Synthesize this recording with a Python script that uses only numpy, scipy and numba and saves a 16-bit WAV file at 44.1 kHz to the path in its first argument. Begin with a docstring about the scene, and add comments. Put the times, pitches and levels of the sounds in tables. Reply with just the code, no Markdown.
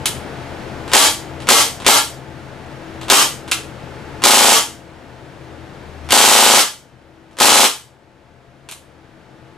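"""A gas blowback airsoft gun fires four single shots and three automatic bursts in a small, hard room.
Each round is a pressure pulse with ringing modes, a hiss of gas noise and bolt clatter from filtered contact noise.
Trigger and selector click in between, as softer strikes. Ventilation hums behind: shaped noise and a drone.
A quick limiter flattens the shots; a slow gain stage sinks under loud bursts and recovers gradually."""
import sys
import numpy as np
from scipy import signal
from scipy.fft import rfft, irfft, next_fast_len
from scipy.io import wavfile
from scipy.ndimage import uniform_filter1d
from numba import njit

SR = 44100
rng = np.random.default_rng(int(sys.argv[2]) if len(sys.argv) > 2 else 0)


def pcm_store(signal):
    """Save signal as 16-bit PCM."""
    levels = np.round(np.clip(np.atleast_2d(signal), -1, 1) * 32767)
    wavfile.write(sys.argv[1], SR, levels.astype(np.int16).T)


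N = 422037

# Ventilation air spectrum, relative: (frequency [Hz], density [dB per Hz])
AIR_SPECTRUM = [(12, -43), (20, -10.5), (48, -8.5), (67, -18), (127, -23), (163, -5.5), (239, -6),
                (324, -5), (490, -6.5), (898, -10.5), (1090, -14), (1480, -13), (3470, -23.5), (13400, -43),
                (14500, -49)]
# Ventilation hum resonances: (frequency [Hz], half-amplitude width [Hz], level [dB])
HUM_RESONANCES = [(81.5, 17, -48), (130, 29, -38), (325.3, 1.6, -42), (544.7, 8, -49.5), (689, 3.2, -48.5),
                  (870, 9.3, -48)]
# Swells added to the steady drone: (crest time [s], half-length to 1/e [s], level [dB])
DRONE_SWELLS = [(5.57, 0.066, -42), (6.061, 0.17, -33.5)]
DRONE_DB = -44.5

# Reverberation time: (frequency [Hz], t60 [s])
ROOM_T60 = [(150, 0.23), (500, 0.27), (1500, 0.3), (4000, 0.31), (8000, 0.31), (14000, 0.31)]
# Diffuse sound at the two capsules: (frequency [Hz], side minus mid [dB])
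DIFFUSE_WIDTH = [(100, -18.5), (500, -8.5), (1400, -6), (5000, -5.5), (9000, -8), (14000, 4.5)]
# Bass-heavy left capsule: (frequency [Hz], left minus right [dB])
CAPSULE_BALANCE = [(60, 11), (200, 8), (400, 6), (700, 5), (1250, 2.5), (2300, 1.5), (4200, -0.5),
                   (14000, 1)]
TOP_HZ = 14200

# Selector lever slides and snaps: (time [s], level [dB], tilt [dB per octave], nominal t60 [s])
SELECTOR_CLICKS = [(0.057, -11.5, 3, 0.026), (3.478, -26, -2, 0.056), (3.514, -10.5, 2, 0.02),
                   (3.518, -8, 0, .02), (8.6883, -15, 0, .03), (8.7128, -14.5, 5, 0.0068),
                   (8.7213, -17.5, 1.5, .025)]
# Trigger and selector spectrum, relative: (frequency [Hz], density [dB per Hz])
LATCH_SPECTRUM = [(100, -18), (600, -6.5), (1050, 2.5), (1400, -0.5), (2000, -1.5), (2700, 2.5), (3600, 1),
                  (5000, -4), (7800, -4), (11000, -7.5), (14000, -18.5)]
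# Sear slips, then frees the hammer: (lead before the pop [s], level [dB])
SEAR_CLICKS = [(.0415, -22), (.032, -21.5)]
SEAR_T60_S, TRIGGER_TILT_DB_PER_OCTAVE = 0.025, -3
# Two slack ticks per pull
SLACK_GAP_S, SLACK_SOFTER_DB, SLACK_T60_S = .019, 1, 0.022

# Trigger pulls: (first pop time [s], rounds [count], gas pressure [dB], hammer level before bolt gain [dB],
# first slack tick lead before the pop [s], its level [dB])
TRIGGER_PULLS = [(0.9584, 1, 0, 2.5, .08, -31), (1.5124, 1, .5, 3, 0.11, -32),
                 (1.8884, 1, 0.5, 2, .087, -27), (3.124, 1, 0.5, 1.5, .111, -28),
                 (4.262, 8, -1, -3.5, 0.043, -32.5), (6.1306, 13, 3.5, -9, 0.084, -40),
                 (7.4107, 7, 0.5, -8, .099, -36)]
ROUNDS_PER_S = 26.95
CHILL_DB_PER_ROUND = 0.49  # the magazine chills within a burst

# Bolt blows in one round, before pressure and bolt gain: (mean lag from the pop [s], level [dB], nominal t60 [s])
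BOLT_CYCLE = [(-.0095, 5.5, 0.08), (.0008, 5.5, .008), (.0072, 12.5, .035), (0.0172, 9, .035)]
# Bolt spectrum, relative: (frequency [Hz], density [dB per Hz])
BOLT_SPECTRUM = [(40, -41.5), (120, -13), (220, -6.5), (450, 5), (900, 3.5), (1300, 9), (1650, 5),
                 (2600, 6.5), (3200, 9.5), (3800, 7.5), (5300, 5.5), (8000, 5.5), (11000, 1), (14000, -4.5)]
# Steel spring modes, relative: (frequency [Hz], level [dB])
SPRING_MODES = [(2868, -7), (3074, 0), (6700, -12.5), (7800, -9), (8135, 1)]
# Hammer meets gas valve ahead of the first pop
HAMMER_LEAD_S, HAMMER_T60_S, HAMMER_TILT_DB_PER_OCTAVE = .024, .035, -1.5

# Muzzle pulse spectrum, relative: (frequency [Hz], density [dB per Hz])
POP_SPECTRUM = [(40, -34.5), (150, -18), (230, -6.5), (400, -2.5), (650, -4), (850, 3), (1250, -5),
                (1550, -12.5), (3200, -22), (8000, -10.5), (14000, -44)]
# Barrel and room resonances set off by each pop, relative: (frequency [Hz], level [dB], t60 [s])
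BOOM_MODES = [(214.3, -5.5, 0.21), (269.2, -5.5, 0.21), (285, -0.5, 0.31), (450, -2, 0.28),
              (490, -9.5, 0.21), (723, -0.5, .2), (796, 11.5, 0.15), (833, 8.5, 0.16), (910, 5.5, 0.14),
              (1101, -2.5, 0.12), (1379, 0, 0.3)]


def undb(db):
    """Decibels to gain."""
    return 10 ** (np.asarray(db) / 20)


def read(table, hz):
    """Interpolate a table on a log-frequency axis."""
    f, value = np.transpose(table)
    return np.interp(np.log(hz + 1), np.log(f), value)


def freqs(x):
    """Frequencies of the spectrum of x."""
    return np.arange(x.shape[-1] // 2 + 1) * SR / x.shape[-1]


def shape(x, gain):
    """Filter x with one gain per frequency."""
    return irfft(rfft(x) * gain, x.shape[-1])


def level(x, db):
    """Set the rms level."""
    return x * undb(db) / np.sqrt(np.mean(x ** 2))


def blow(x, db):
    """Give a short sound the energy of 10 ms at this level."""
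    return x * undb(db) * np.sqrt(SR / 10 ** 2 / np.sum(x ** 2))


def fade(t, t60):
    """Exponential decay, 60 dB in t60 seconds."""
    return np.exp(-np.log(1000) * t / np.maximum(t60, 1e-4))


def response(spectrum, tilt_db_per_octave=0, size=1024):
    """Minimum-phase pulse with this spectrum, tilted about 3 kHz."""
    hz = freqs(np.empty(size))
    octaves = np.log2(np.maximum(hz, 200) / 3000)
    cepstrum = irfft(np.log(undb(read(spectrum, hz) + tilt_db_per_octave * octaves)))
    # fold the cepstrum to make the pulse causal
    cepstrum[1:size // 2] *= 2
    cepstrum[size // 2 + 1:] = 0
    return irfft(np.exp(rfft(cepstrum)))


def add(track, s, x):
    """Mix x into the track at time s."""
    i = max(int(s * SR), 0)
    track[i:i + len(x)] += x[:max(len(track) - i, 0)]


def diffuse(size):
    """Stereo noise from all sides: mid and side noise, side weighted by frequency."""
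    mid, side = rng.standard_normal((2, size))
    width = undb(read(DIFFUSE_WIDTH, freqs(mid)))
    side = shape(side, width)
    return shape(np.array([mid + side, mid - side]), 1 / np.sqrt(1 + width ** 2))


def strike(body, db, t60, size=3072):
    """Hard parts meet and chatter: a fading run of contacts, evened in spectrum, rings the body."""
    # the envelope acts twice, so each pass fades at half rate
    envelope = fade(np.arange(size) / SR, 2 * t60)
    contacts = rfft(rng.standard_normal(size) * envelope)
    chatter = irfft(np.exp(1j * np.angle(contacts))) * envelope
    return blow(signal.fftconvolve(chatter, body), db)


def ventilation(air_db=-32, drone_hz=77.4, waver_hz=0.58):
    """Rushing air, resonant hum noise and a low drone of wandering pitch with occasional swells."""
    size, t = next_fast_len(N, True), np.arange(N) / SR
    air, noise = diffuse(size), rng.standard_normal(size)
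    hz = freqs(noise)
    air = level(shape(air, undb(read(AIR_SPECTRUM, hz))), air_db)
    hum = np.zeros(size)
    for f, width_hz, db in HUM_RESONANCES:
        resonance = 1 / (1 + (2 * (hz - f) / width_hz) ** 2)
        hum += level(shape(noise, resonance), db)
    pitch_hz = drone_hz + waver_hz * level(shape(noise, hz < 10), 0)[:N]
    drone = np.sqrt(2) * np.sin(2 * np.pi * np.cumsum(pitch_hz) / SR)
    strength = undb(DRONE_DB)
    for s, half_s, db in DRONE_SWELLS:
        strength = strength + undb(db) * np.exp(-((t - s) / half_s) ** 2)
    return (air + hum)[:, :N] + drone * strength


def room(x, wet_db=0, direct_db=-3, early_db=1, early_t60=0.1):
    """Direct sound plus scattered reflections: a stronger early part and a tail that fades per band."""
    size, build_s, ripple_hz = SR * 3 // 4, .003, 110
    t, noise = np.arange(size) / SR, diffuse(size)
    centres, hz = [f for f, _ in ROOM_T60], freqs(t)
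    tail = 0
    for (_, t60), share in zip(ROOM_T60, np.eye(len(ROOM_T60))):
        band = shape(noise, read(list(zip(centres, share)), hz))
        tail = tail + band * fade(t, t60)
    build_up = 1 - np.exp(-(t / build_s) ** 2)
    tail = tail * build_up * (1 + undb(early_db) * fade(t, early_t60))
    walls = undb(wet_db) * tail / np.sqrt(np.sum(tail ** 2) / 2)
    walls[:, 0] += undb(direct_db)
    # a well-scattered room favours no band: even out the broad ripple
    power = np.mean(np.abs(rfft(walls)) ** 2, axis=0)
    power = uniform_filter1d(power, ripple_hz * size // SR)
    even_db = 10 * np.log10(power.mean() / power)
    even = response(np.column_stack([hz, even_db])[1:], size=2048)
    evened = signal.fftconvolve(x, even)
    return signal.fftconvolve(evened[None], walls, axes=1)[:, :N]


def selector():
    """The thumb turns the lever to single fire, to automatic and back to safe; each contact is a strike."""
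    out = np.zeros(N)
    for s, db, tilt_db_per_octave, t60 in SELECTOR_CLICKS:
        add(out, s, strike(response(LATCH_SPECTRUM, tilt_db_per_octave), db, t60))
    return out


def trigger():
    """Each pull gives two slack ticks, the second softer, and two sear clicks; in the first burst they overlap."""
    out, body = np.zeros(N), response(LATCH_SPECTRUM, TRIGGER_TILT_DB_PER_OCTAVE)
    for s, *_, slack_s, slack_db in TRIGGER_PULLS:
        add(out, s - slack_s, strike(body, slack_db, SLACK_T60_S))
        second_db = slack_db - SLACK_SOFTER_DB
        add(out, s - slack_s + SLACK_GAP_S, strike(body, second_db, SLACK_T60_S))
        for lead_s, db in SEAR_CLICKS:
            add(out, s - lead_s, strike(body, db, SEAR_T60_S))
    return out


def steel(blows):
    """The spring's modes ring on very faintly after each blow."""
    ring_db, ring_t60 = -57, 1.3
    t = np.arange(SR) / SR
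    modes = sum(undb(db) * np.sin(2 * np.pi * hz * t) for hz, db in SPRING_MODES)
    ring = modes * fade(t, ring_t60)
    ring = ring * undb(ring_db) / np.sqrt(np.sum(ring ** 2))
    return signal.fftconvolve(blows, ring)[:N]


def rounds():
    """Time [s] and gas pressure [dB] of each round: steady rate, pressure falling as the gas chills."""
    return [(s + k / ROUNDS_PER_S, gas_db - k * CHILL_DB_PER_ROUND)
            for s, count, gas_db, *_ in TRIGGER_PULLS
            for k in range(round(count))]


def bolt():
    """The hammer falls once a pull; the bolt slams to and fro each round with varied timing and force."""
    scatter_db, slop_s = 1.2, .0005  # standard deviations
    out, body = np.zeros(N), response(BOLT_SPECTRUM)
    hammer = response(BOLT_SPECTRUM, HAMMER_TILT_DB_PER_OCTAVE)
    for s, pressure_db in rounds():
        for lag_s, db, t60 in BOLT_CYCLE:
            late, hard = rng.standard_normal(2)
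            blow_db = db + pressure_db + scatter_db * hard
            add(out, s + lag_s + slop_s * late, strike(body, blow_db, t60))
    for s, _, _, db, _, _ in TRIGGER_PULLS:
        add(out, s - HAMMER_LEAD_S, strike(hammer, db, HAMMER_T60_S))
    return out


def muzzle(pop_db=9.0, boom_db=2, echo_db=-10, gas_db=4, gas_t60=0.066, gas_tilt_db_per_octave=1):
    """A pressure pulse leaves the barrel and echoes off the wall; modes ring and spent gas hisses."""
    lead_s, echo_s = .0005, .0119
    t = np.arange(SR // 2) / SR
    modes = sum(undb(db) * np.sin(2 * np.pi * hz * t) * fade(t, t60) for hz, db, t60 in BOOM_MODES)
    boom = blow(modes * (1 - fade(t, 0.02)) ** 2, boom_db)  # standing waves take a moment to build
    pop = blow(response(POP_SPECTRUM), pop_db)
    vent = response(BOLT_SPECTRUM, gas_tilt_db_per_octave)
    blast, ringing = np.zeros((2, N))
    for s, pressure_db in rounds():
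        add(blast, s - lead_s, pop * undb(pressure_db))
        add(blast, s - lead_s + echo_s, pop * undb(pressure_db + echo_db))
        add(blast, s, strike(vent, pressure_db + gas_db, gas_t60, size=6144))
        add(ringing, s, boom * undb(pressure_db))
    return blast, ringing


def scene(bolt_db=2, muzzle_db=1):
    """The gun in the room, over the ventilation."""
    near_db = -6
    clatter = bolt() * undb(bolt_db) + trigger() + selector()
    blast, ringing = np.array(muzzle()) * undb(muzzle_db)
    reverberant = room(clatter + steel(clatter) + blast)
    # the muzzle is close, so more of its sound arrives directly
    return reverberant + blast * undb(near_db) + ringing + ventilation()


@njit
def gain_cut(x, top, ratio, attack_s, release_s, sink_db_per_s, recover_db_per_s, margin_db):
    """Cut [dB]: a quick limiter, and a slow stage that ramps the gain down while the limiter works hard."""
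    cut, envelope, slow = np.empty(len(x)), 0., 0.
    for i in range(len(x)):
        time_s = attack_s if x[i] > envelope else release_s
        envelope += (x[i] - envelope) / (SR * time_s)
        quick = 20 * np.log10(max(envelope / top, 1.)) * (1 - 1 / ratio)
        slope = sink_db_per_s if quick > slow + margin_db else -recover_db_per_s
        slow = max(slow + slope / SR, 0.)
        cut[i] = max(quick, slow)
    return cut


def record(dry, top_db=-3.0, ratio=23.0, attack_s=0.00057, release_s=0.014,
           sink_db_per_s=27, recover_db_per_s=3.5, margin_db=2):
    """Two unequal capsules, gain control, overload clipping and the treble cut-off."""
    sound = np.pad(dry, ((0, 0), (0, next_fast_len(N, True) - N)))
    hz = freqs(sound)
    lead_s = 1.6e-5  # left capsule ahead of right
    left = undb(read(CAPSULE_BALANCE, hz) / 2) * np.exp(1j * np.pi * hz * lead_s)
    sound = shape(sound, np.array([left, 1 / left]))[:, :N]
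    peak = np.abs(sound).max(0)
    cut_db = gain_cut(peak, float(undb(top_db)), float(ratio), attack_s, release_s,
                      float(sink_db_per_s), float(recover_db_per_s), float(margin_db))
    sound = np.clip(sound * undb(-cut_db), -1, 1)
    low_pass = signal.ellip(8, .2, 60, TOP_HZ, fs=SR, output="sos")
    return signal.sosfilt(low_pass, sound)


dry = scene()
out = record(dry)
pcm_store(out)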